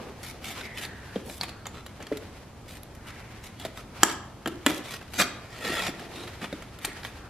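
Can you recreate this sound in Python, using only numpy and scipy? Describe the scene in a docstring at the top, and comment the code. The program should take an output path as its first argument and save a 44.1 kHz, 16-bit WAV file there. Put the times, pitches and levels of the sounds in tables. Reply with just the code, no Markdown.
"""A utility knife trims a piece of cardboard on the floor of an empty van.
The blade scratches in short strokes, snaps through the flutes and makes one long rasping cut: noise made of
many tiny breaks, and bursts that ring the cardboard and the steel. Blows set the floor panel shuddering.
A jacket sleeve rustles and swishes as bands of noise, and the metal cargo space rings briefly
over a low outdoor rumble."""
import sys
import numpy as np
from scipy import signal
from scipy.fft import rfft, irfft, next_fast_len
from scipy.io import wavfile

SR = 44100
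rng = np.random.default_rng(int(sys.argv[2]) if len(sys.argv) > 2 else 0)


def store_wav(level_fs):
    """Save 16-bit WAV to argv[1]."""
    pcm = np.round(np.clip(np.atleast_2d(level_fs), -1, 1) * 32767)
    wavfile.write(sys.argv[1], SR, pcm.T.astype(np.int16))


N = 321753

# short strokes through the cardboard:
# (start [s], end [s], level before the trim [dB], tilt above 300 Hz [dB per octave])
STROKES = [(0.23, 0.312, -42.5, 3.5), (0.444, 0.526, -39, 2.5), (0.477, 0.498, -42.5, 2),
           (.55, 0.672, -47, 1), (0.772, 0.799, -37, 2), (0.813, 0.852, -37.5, 2.5),
           (1.261, 1.385, -49, 6.5), (1.415, 1.445, -41.5, -1), (1.431, 1.436, -34, 1.5),
           (1.48, 1.498, -41, -0.5), (1.739, 1.809, -45, -1.5), (2.004, 2.037, -42.5, -3),
           (2.681, 2.777, -48.5, 3), (2.95, 2.955, -53.5, 4), (3.068, 3.107, -45, 1),
           (3.434, 3.474, -47, 3), (3.597, 3.667, -42.5, 0), (3.758, 3.811, -45.5, .5),
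           (4.046, 4.103, -49, 3), (4.119, 4.128, -39.5, 2.5), (4.68, 4.708, -32.5, 1),
           (4.71, 4.784, -40.5, 2.5), (4.839, 4.899, -43, 1.03), (4.905, 4.969, -40, 1.83),
           (5.135, 5.143, -38.5, 2.5), (5.999, 6.044, -48, -2.5), (6.159, 6.169, -46.5, 2),
           (6.415, 6.457, -39.5, -1.45), (6.434, 6.448, -38, 0), (6.846, 6.852, -35, 1.5),
           (6.851, 6.857, -37, 6), (6.861, 6.899, -48, -0.5), (7.04, 7.069, -41, 2)]
# resonances under the scraping, also used by tears(): (frequency [Hz], width [Hz], lift or dip [dB])
RASP_PEAKS = [(255.2, 110, 0.5), (699, 150, 6.5), (1301, 180, 7), (1865, 310, 5), (2361, 330, 5.5),
              (3540, 730, 3.5), (7400, 530, -0.5)]


def strokes(edge_s=0.0019, lift_s=0.0069, trim_db=-0.62, graze_s=0.04, graze_db=-9):
    """In a short stroke the tip grazes the surface, bites into it, and grazes again as it lifts."""
    out = np.zeros((2, N))
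    for start, end, db, tilt in STROKES:
        t = np.arange(start - graze_s, end + graze_s, 1 / SR)
        bite = np.interp(t, [start - edge_s, start + edge_s, end, end + lift_s], [0, 1, 1, 0])
        graze = np.interp(t, [t[0], start, end, t[-1]], [0, 1, 1, 0]) * amp(graze_db)
        scrape = rasp(t, tilt, RASP_PEAKS, slip_db=0.87, grit_db=5.0)
        add(out, t[0], amp(db + trim_db) * np.maximum(bite, graze) * scrape)
    return out


# force on the blade as it strains and bursts through: (time [s], level before the trim [dB])
RIP_FORCE = [(5.135, -43.5), (5.183, -34), (5.19, -22), (5.2, -20.5), (5.222, -22.5), (5.23, -32),
             (5.245, -36.5)]
# resonances of the sheet in the rip: (frequency [Hz], width [Hz], lift or dip [dB])
RIP_PEAKS = [(258, 116, 3.5), (450, 144, -4), (709, 77, 11), (1195, 74, 5), (1475, 128, 10),
             (1696, 75, 8.5), (1970, 86, 7), (2458, 102, 10), (3150, 68, 1), (3360, 118, 4.5),
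             (4650, 135, 6.5), (5160, 83, 9), (6270, 70, 8), (7460, 164, 5.5)]


def rip():
    """The blade strains, then bursts through several flutes at once."""
    return pull(RIP_FORCE, RIP_PEAKS, trim_db=-0.01, tilt_db=1.46, slip_db=-0.14, grit_db=3.5)


# force on the blade through the one long, deep cut: (time [s], level before the trim [dB])
CUT_FORCE = [(5.43, -60), (5.55, -45), (5.641, -38.5), (5.648, -31), (5.69, -31.5), (5.735, -33),
             (5.775, -30.5), (5.83, -31), (5.88, -30), (5.896, -38), (5.92, -55)]
# resonances of the sheet in the deep cut: (frequency [Hz], width [Hz], lift or dip [dB])
CUT_PEAKS = [(255, 98, 1.5), (682, 143, 7.5), (1338, 102, 11.5), (1873, 195, 13), (2360, 364, 7),
             (2815, 176, 3), (3484, 160, 6.5), (4290, 250, 3.5), (4880, 250, 5), (5850, 230, -1),
             (7260, 630, 5)]


def long_cut():
    """The deep cut: a dense, even rasp through the narrow resonances of the pinned sheet."""
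    return pull(CUT_FORCE, CUT_PEAKS, trim_db=-0.8, tilt_db=0.1, slip_db=1.6, grit_db=2.5)


def pull(curve, peaks, trim_db, tilt_db, slip_db, grit_db):
    """One sustained scrape, as loud as the force behind it."""
    out = np.zeros((2, N))
    times, force_db = np.transpose(curve)
    t = np.arange(times[0], times[-1], 1 / SR)
    level = amp(np.interp(t, times, force_db) + trim_db)
    add(out, t[0], level * rasp(t, tilt_db, peaks, slip_db, grit_db))
    return out


# basic spectrum of all scraping, a shape only: (frequency [Hz], relative level [dB])
RASP_SPECTRUM = [(60, -19.5), (180, 4.5), (450, -0.5), (1000, -3.5), (1800, -4.5), (3000, -3.5),
                 (5000, -9.5), (8500, -15), (13000, -18), (14500, -31.5), (16000, -45)]


def rasp(t, tilt_db, peaks, slip_db, grit_db, slips_per_s=300, places_per_s=25, echo=0.0843, echo_s=.0045):
    """The edge catches and slips as it is drawn along, so the fibres break in clumps."""
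    size = len(t)
    force = fibres(size, per_s=4500, spread_db=grit_db, hiss=0.473)
    force = force * amp(slip_db * wander(size, slips_per_s))
    # each break echoes through the surface, differently at each place along the way
    fade = echo * np.exp(-((t - t[0]) / echo_s) ** 2)
    echoes = np.zeros((2, size))
    for share in wandering_shares(size, places_per_s):
        pattern = fade * rng.standard_normal((2, size))
        echoes += signal.fftconvolve(force * share, pattern, axes=1)[:, :size]
    return unit(colour(force + echoes, RASP_SPECTRUM, peaks, tilt_db))


# snaps and ticks of the blade, also used by tears():
# (time [s], cardboard level [dB], blade level before the trim [dB], blade ring [Hz], strength of that ring [dB],
#  pitch of the sheet [ratio], length of the break [s])
SNAPS = [(.443, -51.5, -42, 3000, 4.5, 0.91, 0.0042), (.578, -59, -47.5, 3900, 6, 1, .005),
         (.611, -39, -49.5, 3910, 2.5, 1.107, 0.0056), (0.653, -45.5, -54, 4400, 14, 1.13, .005),
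         (.85, -43.5, -39.5, 4360, 9.5, 0.97, 0.0053), (1.159, -39.5, -66, 3500, -3, .95, 0.0049),
         (1.298, -41.5, -46.5, 9700, 1.5, 1.22, 0.0039), (1.4116, -43.5, -30, 4400, 17, 0.67, .0045),
         (1.436, -38.5, -43.5, 3400, -2, 1.04, .007), (1.493, -51, -44.5, 4090, 5, 1.08, .005),
         (1.656, -39.5, -47.5, 3800, 12.5, 0.926, 0.0053), (1.667, -39.5, -38.5, 6850, 2.5, 1.09, 0.00575),
         (1.863, -45, -44, 4025, -2, 0.984, 0.0071), (2.003, -46, -56.5, 4000, -5.5, 0.88, 0.0047),
         (2.026, -52.5, -48, 6500, 2.5, 1.05, 0.0049), (2.068, -45, -47, 4450, 3.5, 1, 0.0048),
         (2.123, -40, -54.5, 4200, -8.5, 1.03, 0.0068), (2.171, -54.5, -41, 5200, -4, 1.3, 0.0059),
         (2.833, -71, -47.5, 11590, 6.5, 1, .002), (3.598, -58.5, -45, 4600, -15.5, 1, .005),
         (3.65, -36.5, -38, 4550, -13.5, 1.11, 0.0082), (3.774, -45, -46.5, 3810, -4.5, 1.13, .005),
         (4.0324, -14.5, -12.5, 7390, 1.5, 0.964, .0038), (4.098, -37, -38, 4240, 1, 1.1, 0.0047),
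         (4.459, -28.5, -41, 2000, -2, 0.954, 0.00466), (4.4744, -33.5, -34, 3540, -17.5, 0.89, 0.0072),
         (4.6635, -16.5, -21.5, 7630, -5.5, 1.005, 0.00526), (4.699, -35, -35, 3520, -8.5, 0.86, 0.0068),
         (4.94, -41, -40, 4800, -1, 0.795, 0.0063), (5.013, -43, -54, 4200, -4, 0.79, .005),
         (5.199, -24.5, -29, 3910, -3.5, 1.012, 0.0044), (5.21, -30, -34, 5110, 2.5, 1.11, 0.0046),
         (5.2195, -24.5, -33.5, 3370, 4, 1.002, 0.0053), (5.648, -32.5, -43, 3500, -7.5, 1.23, 0.0064),
         (5.686, -35.5, -41, 4900, -3, .96, .005), (5.77, -35, -42, 3500, -3, .96, .005),
         (5.794, -35, -43, 4250, -3, .96, .004), (5.822, -33, -38, 3500, -7.5, 1.15, .006),
         (5.867, -37, -33, 3650, 7.5, 1.04, 0.0046), (5.995, -44.5, -48, 3800, 3, 0.994, 0.0064),
         (6.277, -42, -49.5, 3850, -1, 1.004, 0.0052), (6.415, -43, -52, 3800, -4.5, 0.98, 0.0057),
         (6.443, -34.5, -48.5, 4000, -6.5, 1.05, 0.0037), (6.527, -38.5, -49.5, 3750, -4.5, 1.12, 0.0056),
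         (6.623, -44, -49.5, 6470, -4, 0.933, 0.0051), (6.788, -54, -47, 3580, 0, 1.07, 0.0048),
         (6.847, -33.5, -47, 3200, -0.5, .95, 0.0033), (6.849, -45, -26.5, 8600, -2, 1.06, 0.00605),
         (7.033, -43.5, -51, 3600, 9.5, 1.18, .004), (7.049, -34.5, -45, 3470, 10.5, 0.946, 0.00456)]
# modes of the cardboard on its backing, at pitch ratio 1: (frequency [Hz], level [dB], t60 [s])
BOARD_MODES = [(690, -16.5, .02), (974, -10, 0.024), (1430, 1, 0.0147), (1760.3, -0.5, 0.017),
               (1970.5, 2.5, 0.0155), (2422, 2.5, 0.0093), (2862, -3.5, 0.0071), (3319, 4.5, 0.0121)]
# modes of the blade and its holder: (frequency [Hz], level [dB], t60 [s])
BLADE_MODES = [(4000, -5, 0.0036), (4793, -3, 0.00303), (5960, -5.5, 0.0038), (7240, -2, 0.0044),
               (10060, -1.5, 0.0033), (12800, -9, 0.0056)]


def snaps(crack=3.7, pop=4, blade_trim_db=3.0, ring_t60=0.00503):
    """A flute gives way: the sheet, stiffer or slacker by place, pops; the blade's free length sets its ring."""
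    out = np.zeros((2, N))
    t = np.arange(SR // 12) / SR
    for s, board_db, blade_db, hz, ring_db, stretch, break_s in SNAPS:
        force = fracture(t, decay_s=break_s, crumble=0.242)
        dead_pop = ring([(1714, 0.00512, 0.00041)], t)
        board = ring(BOARD_MODES, t * stretch) + pop * dead_pop
        steel = ring(BLADE_MODES + [(hz, ring_db, ring_t60)], t)
        steel[:2] += crack * np.array([1, -1])  # the bright edge of the break
        for body, db in (board, board_db), (steel, blade_db + blade_trim_db):
            sound = unit(signal.fftconvolve(force, body[None])[:, :len(t)])
            # a quarter turn of phase in the side signal sets left and right slightly apart
            quarter_turn = signal.hilbert(sound[0]).imag
            side = 0.575 * quarter_turn + 0.505 * sound[1]
            add(out, s, blow(stereo([sound[0], side], side_db=-4), db))
    return tone_filter(out)


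def fracture(t, decay_s, crumble):
    """One clean break, followed within milliseconds by tearing fibres and echoes off the floor."""
    force = crumble * rng.standard_normal((2, len(t))) * np.exp(-(t / decay_s) ** 1.49)
    force[:, 0] += 1
    return force


def tears(tilt_db=-0.5, rise_s=0.0017, tear_db=-44.5, snap_ref_db=-28, follow=0.51, fade_db_per_s=167.5):
    """Each snap frees the blade, which tears on through the fibres a little and comes to rest."""
    out = np.zeros((2, N))
    t = np.arange(SR // 6) / SR
    for s, board_db, *_ in SNAPS:
        # a louder snap gives a louder tear, by a share of its extra decibels
        db = tear_db + follow * (board_db - snap_ref_db) - fade_db_per_s * t
        scrape = rasp(t, tilt_db, RASP_PEAKS, slip_db=1.5, grit_db=7.0)
        add(out, s, amp(db) * (1 - np.exp(-t / rise_s)) * scrape)
    return out


# blows that reach the floor panel: (time [s], level [dB], pitch of the struck spot [Hz], its t60 [s])
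KNOCKS = [(1.159, -25.5, 475.5, 0.029), (1.164, -30, 189.3, 0.059), (2.1155, -24.5, 434, 0.063),
          (2.124, -32, 303, 0.083), (3.651, -30.5, 646, 0.041), (4.036, -30.5, 254, 0.07),
          (4.033, -32, 499, 0.01987), (4.461, -28, 317, 0.0253), (4.474, -29.5, 337.7, 0.06),
          (4.667, -20.5, 270.2, 0.0466), (4.665, -24, 538.4, 0.026), (5.2, -28, 700.6, 0.054),
          (5.886, -31, 321, 0.0345), (6.426, -34.5, 214.6, 0.06), (6.528, -30.5, 345, 0.024),
          (6.877, -39, 379, 0.041)]
# modes of the floor panel, before each blow shifts them a little: (frequency [Hz], level [dB], t60 [s])
PANEL_MODES = [(215, -1.5, 0.1), (277.1, 4, 0.073), (389.3, -2.5, 0.053), (533.5, 5.5, 0.025),
               (636, 1.5, 0.0347)]


def knocks(octaves=0.768, rise_s=0.00078, panel_db=-10):
    """Each blow rings the struck spot and stirs the panel modes near that pitch."""
    out = np.zeros((2, N))
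    t = np.arange(SR // 5) / SR
    for s, db, spot_hz, spot_t60 in KNOCKS:
        sound = ring([(spot_hz, 0, spot_t60)], t)
        for hz, level, t60 in PANEL_MODES:
            near_db = -4 * (np.log2(hz / spot_hz) / octaves) ** 2
            late = np.maximum(t - rng.uniform(0, 0.003056), 0)  # each mode takes a moment to answer
            shifted_hz = hz * rng.uniform(0.9106, 1.0727)
            sound = sound + ring([(shifted_hz, level + near_db + panel_db, t60)], late)
        add(out, s, blow(sound * (1 - np.exp(-t / rise_s)), db)[None])
    return tone_filter(out)


# tone of snaps and knocks, with little bass and a treble roll-off above 13 kHz: (frequency [Hz], gain [dB])
CLICK_TONE = [(40, -29.5), (110, -19), (190, 0), (13300, -1), (14500, -15), (16000, -22)]
# small tone adjustments for snaps and knocks: (frequency [Hz], width [Hz], lift or dip [dB])
TONE_BANDS = [(782, 159, 1), (150, 46, -1)]


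def tone_filter(x):
    """Tone filter for snaps and knocks: little bass, and treble rolled off above 13 kHz."""
    return colour(x, CLICK_TONE, TONE_BANDS)


# shudders after the heavier blows: (time of the blow [s], level [dB], pitch [Hz])
SHUDDERS = [(1.16, -51, 380), (2.116, -48.5, 310.9), (4.034, -42, 295), (4.461, -42, 318.3),
            (4.665, -39, 325.6), (5.199, -45, 279.5)]


def shudders(peak_s=0.0692, width_hz=110.8):
    """The close low modes of the panel build up after a blow and die away, as a narrow band of noise."""
    out = np.zeros((2, N))
    t = np.arange(SR // 2) / SR
    swell = (t / peak_s * np.exp(1 - t / peak_s)) ** 2
    for s, db, hz in SHUDDERS:
        add(out, s, amp(db) * swell * band(t, hz, width_hz))
    return stereo(out)


# bands of knife and floor that sing after the hardest snap: (frequency [Hz], width [Hz], level [dB], t60 [s])
AFTERRING = [(920.5, 120, -34.5, 0.46), (1737, 185, -43, .42), (3367, 220, -46.5, 0.37),
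             (7280, 570, -44.5, .42)]


def afterring(hard_snap_s=4.034):
    """Clusters of close modes ring on after the hardest snap, as fading bands of noise."""
    out = np.zeros((2, N))
    t = np.arange(SR // 2) / SR
    for hz, width_hz, db, t60 in AFTERRING:
        add(out, hard_snap_s, amp(db - 60 * t / t60) * band(t, hz, width_hz))
    return stereo(out)


# force of the slide: (time [s], level before the trim [dB])
SLIDE_FORCE = [(5.93, -66.5), (6.01, -42), (6.07, -53.5), (6.14, -45.5), (6.165, -42), (6.24, -39.5),
               (6.28, -52.5), (6.31, -66.5)]
# resonances of the rubbed floor: (frequency [Hz], width [Hz], lift [dB])
SLIDE_PEAKS = [(360.3, 180, 10), (680, 200, 8), (1340, 105, 2.2), (1850, 146, 2.4), (3777, 260, 8)]


def floor_slide():
    """A hand or shoe slides over the floor after the deep cut."""
    return pull(SLIDE_FORCE, SLIDE_PEAKS, trim_db=-1.0, tilt_db=-0.52, slip_db=-0.5, grit_db=2.0)


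# a shoe scuffs the floor as the weight shifts: (time [s], level [dB])
SCUFF = [(0, -40.5), (.04, -43.5), (.09, -43.5), (.15, -53.5)]
# spectrum of the scuff, a shape only: (frequency [Hz], relative level [dB])
SCUFF_SPECTRUM = [(80, -18.5), (200, -1), (330, 2), (480, 2.5), (750, -6.5), (1200, -8.5), (2000, -21.5),
                  (4000, -40), (9000, -58.5)]


def scuff():
    """A sole rubs dully over the floor and comes to rest."""
    out = np.zeros((2, N))
    times, db = np.transpose(SCUFF)
    t = np.arange(times[0], times[-1], 1 / SR)
    grip = fibres(len(t), per_s=2500, spread_db=1.0, hiss=1.0)
    add(out, t[0], amp(np.interp(t, times, db)) * unit(colour(grip, SCUFF_SPECTRUM)))
    return stereo(out)


# hand, knee and shoe dragging on the floor panel: (start [s], end [s], level [dB])
DRAGS = [(.15, 0.954, -52), (1.249, 1.327, -45.5), (2.001, 2.011, -32.5), (4.68, 4.75, -39),
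         (4.761, 4.826, -44), (5.653, 5.899, -57), (5.949, 6.29, -48.5), (6.419, 6.455, -43)]
# spectrum of the dragging, a shape only: (frequency [Hz], relative level [dB])
DRAG_SPECTRUM = [(70, -18.5), (130, -13.5), (200, 3), (330, -2), (480, -1), (750, -3.5), (1200, -19.5),
                 (3000, -35.5), (8000, -62.5)]


def drags(edge_s=.012, judder_db=2):
    """The floor panel murmurs when soft things judder over it."""
    out = np.zeros((2, N))
    for start, end, db in DRAGS:
        t, pressure = contact(start, end, edge_s)
        force = fibres(len(t), per_s=1500, spread_db=1.5, hiss=0.904)
        force = force * amp(judder_db * wander(len(t), 60.2))
        add(out, t[0], amp(db) * pressure * unit(colour(force, DRAG_SPECTRUM)))
    return stereo(out)


def contact(start, end, edge_s, release_s=0.0076):
    """Times and pressure of one sliding contact: it bites quickly and dies away."""
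    t = np.arange(start - edge_s, end + 5 * release_s, 1 / SR)
    bite = np.clip((t - t[0]) / (2 * edge_s), 0, 1)
    return t, bite * np.exp(-np.maximum(t - end + edge_s, 0) / release_s)


# arm movements, each one smooth swell of rustle: (middle [s], length [s], level before trim and colour [dB])
ARM_MOVES = [(0.115, 1, -58), (0.604, 0.314, -53), (1.14, 0.462, -55), (2.182, 0.48, -56),
             (3.265, 0.547, -58), (4.063, 0.224, -48.5), (4.761, 0.298, -52), (5.254, 0.24, -54),
             (5.755, 0.89, -54), (6.308, 0.963, -54.5), (7, 0.52, -53)]
# colour of the cloth: (frequency [Hz], gain [dB])
CLOTH_SPECTRUM = [(100, -12), (300, 10), (900, 13.5), (1800, 10), (3000, 6.5), (5000, 3), (8000, -5),
                  (13000, -7.5), (14500, -22), (16000, -35)]


def sleeve(rest_db=-65.5, trim_db=-1, flutter_db=2.5, weave_hz=2350, weave_width_hz=1600, weave_db=4):
    """Cloth rubs softly, swelling and fading with each movement of the arms."""
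    t = np.arange(N) / SR
    power = amp(rest_db) ** 2  # the cloth is never quite still
    for middle, length, db in ARM_MOVES:
        power = power + amp(db) ** 2 * np.exp(-2 * (2 * (t - middle) / length) ** 2)
    level = np.sqrt(power) * amp(trim_db + flutter_db * wander(N, 35))
    friction = unit(fibres(N, per_s=1200, spread_db=0.5, hiss=1.69))
    cloth = colour(friction, CLOTH_SPECTRUM, [(weave_hz, weave_width_hz, weave_db)])
    return stereo(cloth * level)


# slides of cloth on cloth: (width of the band [Hz], list of (time [s], pitch [Hz], level before the trim [dB]))
SWISHES = [(380, [(.56, 2461, -56), (.66, 2140, -41), (.75, 1938, -45), (.82, 1880, -45), (.92, 1750, -46),
           (1.03, 1680, -50.5), (1.14, 1593, -50), (1.22, 1547, -66.5)]), (420, [(1.4, 1510, -63.5),
           (1.58, 1449, -53), (1.8, 1330, -64)]), (1110, [(2.9, 1292, -64.5), (3.08, 1601, -50),
           (3.22, 2003, -52.5), (3.36, 1895, -53.5), (3.55, 1594, -62.5)]), (603, [(6.8, 2192, -54.5),
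           (6.9, 2038, -44), (7.05, 1690, -60), (7.28, 1391, -50)])]


def swishes(trim_db=-2):
    """Weave sliding over weave: a band of hiss whose pitch follows the speed."""
    out = np.zeros((2, N))
    for width_hz, slide in SWISHES:
        times, hz, db = np.transpose(slide)
        t = np.arange(times[0], times[-1], 1 / SR)
        hiss = band(t, np.interp(t, times, hz), width_hz)
        add(out, t[0], hiss * amp(np.interp(t, times, db) + trim_db))
    return stereo(out)


def van(x, changes_per_s=60):
    """The pattern of echoes keeps changing as hands and blade move."""
    echo = np.zeros((2, N))
    for share in wandering_shares(N, changes_per_s):
        echo += signal.fftconvolve((x.mean(0) * share)[None], van_tail(), axes=1)[:, :N]
    return echo


# how long the cargo space rings: (frequency [Hz], t60 [s])
VAN_T60 = [(200, 0.03), (500, 0.67), (720, 1.04), (1400, 0.6021), (3700, 0.6145), (7400, 0.4),
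           (12000, 0.16)]
# how strongly it rings: (frequency [Hz], level [dB])
VAN_DB = [(100, -20.5), (290, -4), (520, -6.5), (720, -13.5), (980, -8.5), (1700, -8.5), (2600, -11.5),
          (4000, -11.5), (7400, -14), (12000, -12.5)]


def van_tail(build_s=0.0029):
    """Dense echoes from close metal walls, each band dying at its own speed."""
    hz, t, z = signal.stft(rng.standard_normal((2, SR)), SR, nperseg=256)
    t60 = read(VAN_T60, hz)[:, None]
    even_energy = np.sqrt(2 * np.log(1000) / (t60 * SR))  # a long ring gets no extra energy
    z = z * amp(read(VAN_DB, hz)[:, None] - 60 * t / t60) * even_energy
    tail = signal.istft(z, SR, nperseg=256)[1]
    build_up = 1 - np.exp(-np.arange(tail.shape[1]) / SR / build_s)
    return stereo(tail * build_up)


# spectrum of the outdoor rumble, a shape only: (frequency [Hz], relative level [dB])
RUMBLE_SPECTRUM = [(20, -16.5), (45, -4.5), (72, -1), (125, -0.5), (155, -8), (220, -6.5), (330, -11),
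                   (500, -14), (850, -17), (1500, -24.5), (2500, -30.5), (5000, -35), (13000, -44),
                   (14500, -63.5), (16000, -70)]


def rumble(level_db=-46, swell_db=-0.1331):
    """Steady low noise from outside, heard through the body of the van."""
    noise = unit(colour(rng.standard_normal((2, N)), RUMBLE_SPECTRUM))
    return stereo(noise * amp(level_db + swell_db * wander(N, 6)))


def fibres(size, per_s, spread_db, hiss):
    """Separate fibres break, most small and a few large, over smooth friction."""
    happens = rng.random(size) < per_s / SR
    breaks = happens * amp(spread_db * np.minimum(rng.exponential(1, size), 3.5))
    return unit(breaks * rng.standard_normal((2, size))) + hiss * rng.standard_normal((2, size))


def ring(modes, t):
    """Sum of dying sine waves: what a body sounds like after one sharp tap."""
    return sum(amp(db - 60 * t / t60) * np.sin(2 * np.pi * hz * t) for hz, db, t60 in modes)


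def band(t, hz, width_hz):
    """Mid and side noise in a narrow band, whose centre may move."""
    lowpass = signal.butter(2, width_hz / 2, fs=SR, output="sos")
    slow = signal.sosfilt(lowpass, rng.standard_normal((2, 2, len(t))))
    turn = 2 * np.pi * np.cumsum(hz * np.ones(len(t))) / SR
    return unit(slow[0] * np.cos(turn) + slow[1] * np.sin(turn))


def wander(size, per_s):
    """Random values joined by straight lines, of rms 1."""
    at = np.arange(size) * per_s / SR
    return unit(np.interp(at, np.arange(2048), rng.standard_normal(2048)))


def wandering_shares(size, per_s, count=4):
    """Drifting weights that blend several echo patterns; their squares always add up to 1."""
    shares = np.array([wander(size, per_s) for _ in range(count)])
    return shares / np.linalg.norm(shares, axis=0)


def amp(db):
    """Turns decibels into a factor."""
    return 10 ** (np.asarray(db) / 20)


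def unit(x):
    """Scales to rms 1."""
    return x / np.sqrt(np.mean(x ** 2) + 1e-20)


def blow(x, db):
    """Sets the rms level of the first hundredth of a second."""
    start_power = np.mean(x[..., :SR // 100] ** 2, -1, keepdims=True)
    return amp(db) * x / np.sqrt(start_power)


def read(points, hz):
    """Joins the points of a table on a log-frequency axis."""
    f, value = np.transpose(points)
    return np.interp(np.log(hz + 1), np.log(f), value)


def colour(x, points, peaks=(), tilt_db=0):
    """Filters by a spectrum, a tilt around 2 kHz and some resonances."""
    size = next_fast_len(x.shape[-1] + 2048)
    hz = np.fft.rfftfreq(size, 1 / SR)
    db = read(points, hz) + tilt_db * np.log2(np.maximum(hz, 300) / 2000)
    for centre, width, lift in peaks:
        db = db + lift / (1 + (2 * (hz - centre) / width) ** 2)
    return irfft(rfft(x, size) * amp(db), size)[..., :x.shape[-1]]


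def add(mix, s, sound):
    """Mixes a sound in at a time."""
    part = mix[:, max(round(s * SR), 0):][:, :sound.shape[-1]]
    part += sound[:, :part.shape[-1]]


# side against mid, narrow in the bass and wide in the treble: (frequency [Hz], gain of the side [dB])
WIDTH = [(60, -44), (200, -12.5), (700, -10), (1300, -9.5), (2400, -7.5), (4400, -1.5), (8000, 2.5),
         (14000, 5.5)]


def stereo(pair, side_db=0):
    """Makes left and right from a mid and a side signal; the two agree in the bass."""
    side = amp(side_db) * colour(pair[1], WIDTH)
    return np.array([pair[0] + side, pair[0] - side])


def scene():
    """Cutting and sliding sounds, their echo in the van and the background."""
    rasps = stereo(strokes() + rip() + long_cut() + floor_slide() + tears(), side_db=-5.0)
    clicks, thuds = snaps(), knocks()
    echo = van(amp(1.0) * rasps + amp(-0.73) * clicks + amp(-2.0) * thuds)
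    work = rasps + clicks + thuds + echo
    after_and_under = shudders() + afterring() + scuff() + drags()
    return work + after_and_under + sleeve() + swishes() + rumble()


def record(dry, edge_hz=15900):
    """Clips any peak beyond full scale, then removes the treble above the band limit."""
    held = np.clip(dry, -1, 1)
    lowpass = signal.firwin(255, edge_hz, window=("kaiser", 9), fs=SR)
    return signal.oaconvolve(held, lowpass[None], "same")


dry = scene()
out = record(dry)
store_wav(out)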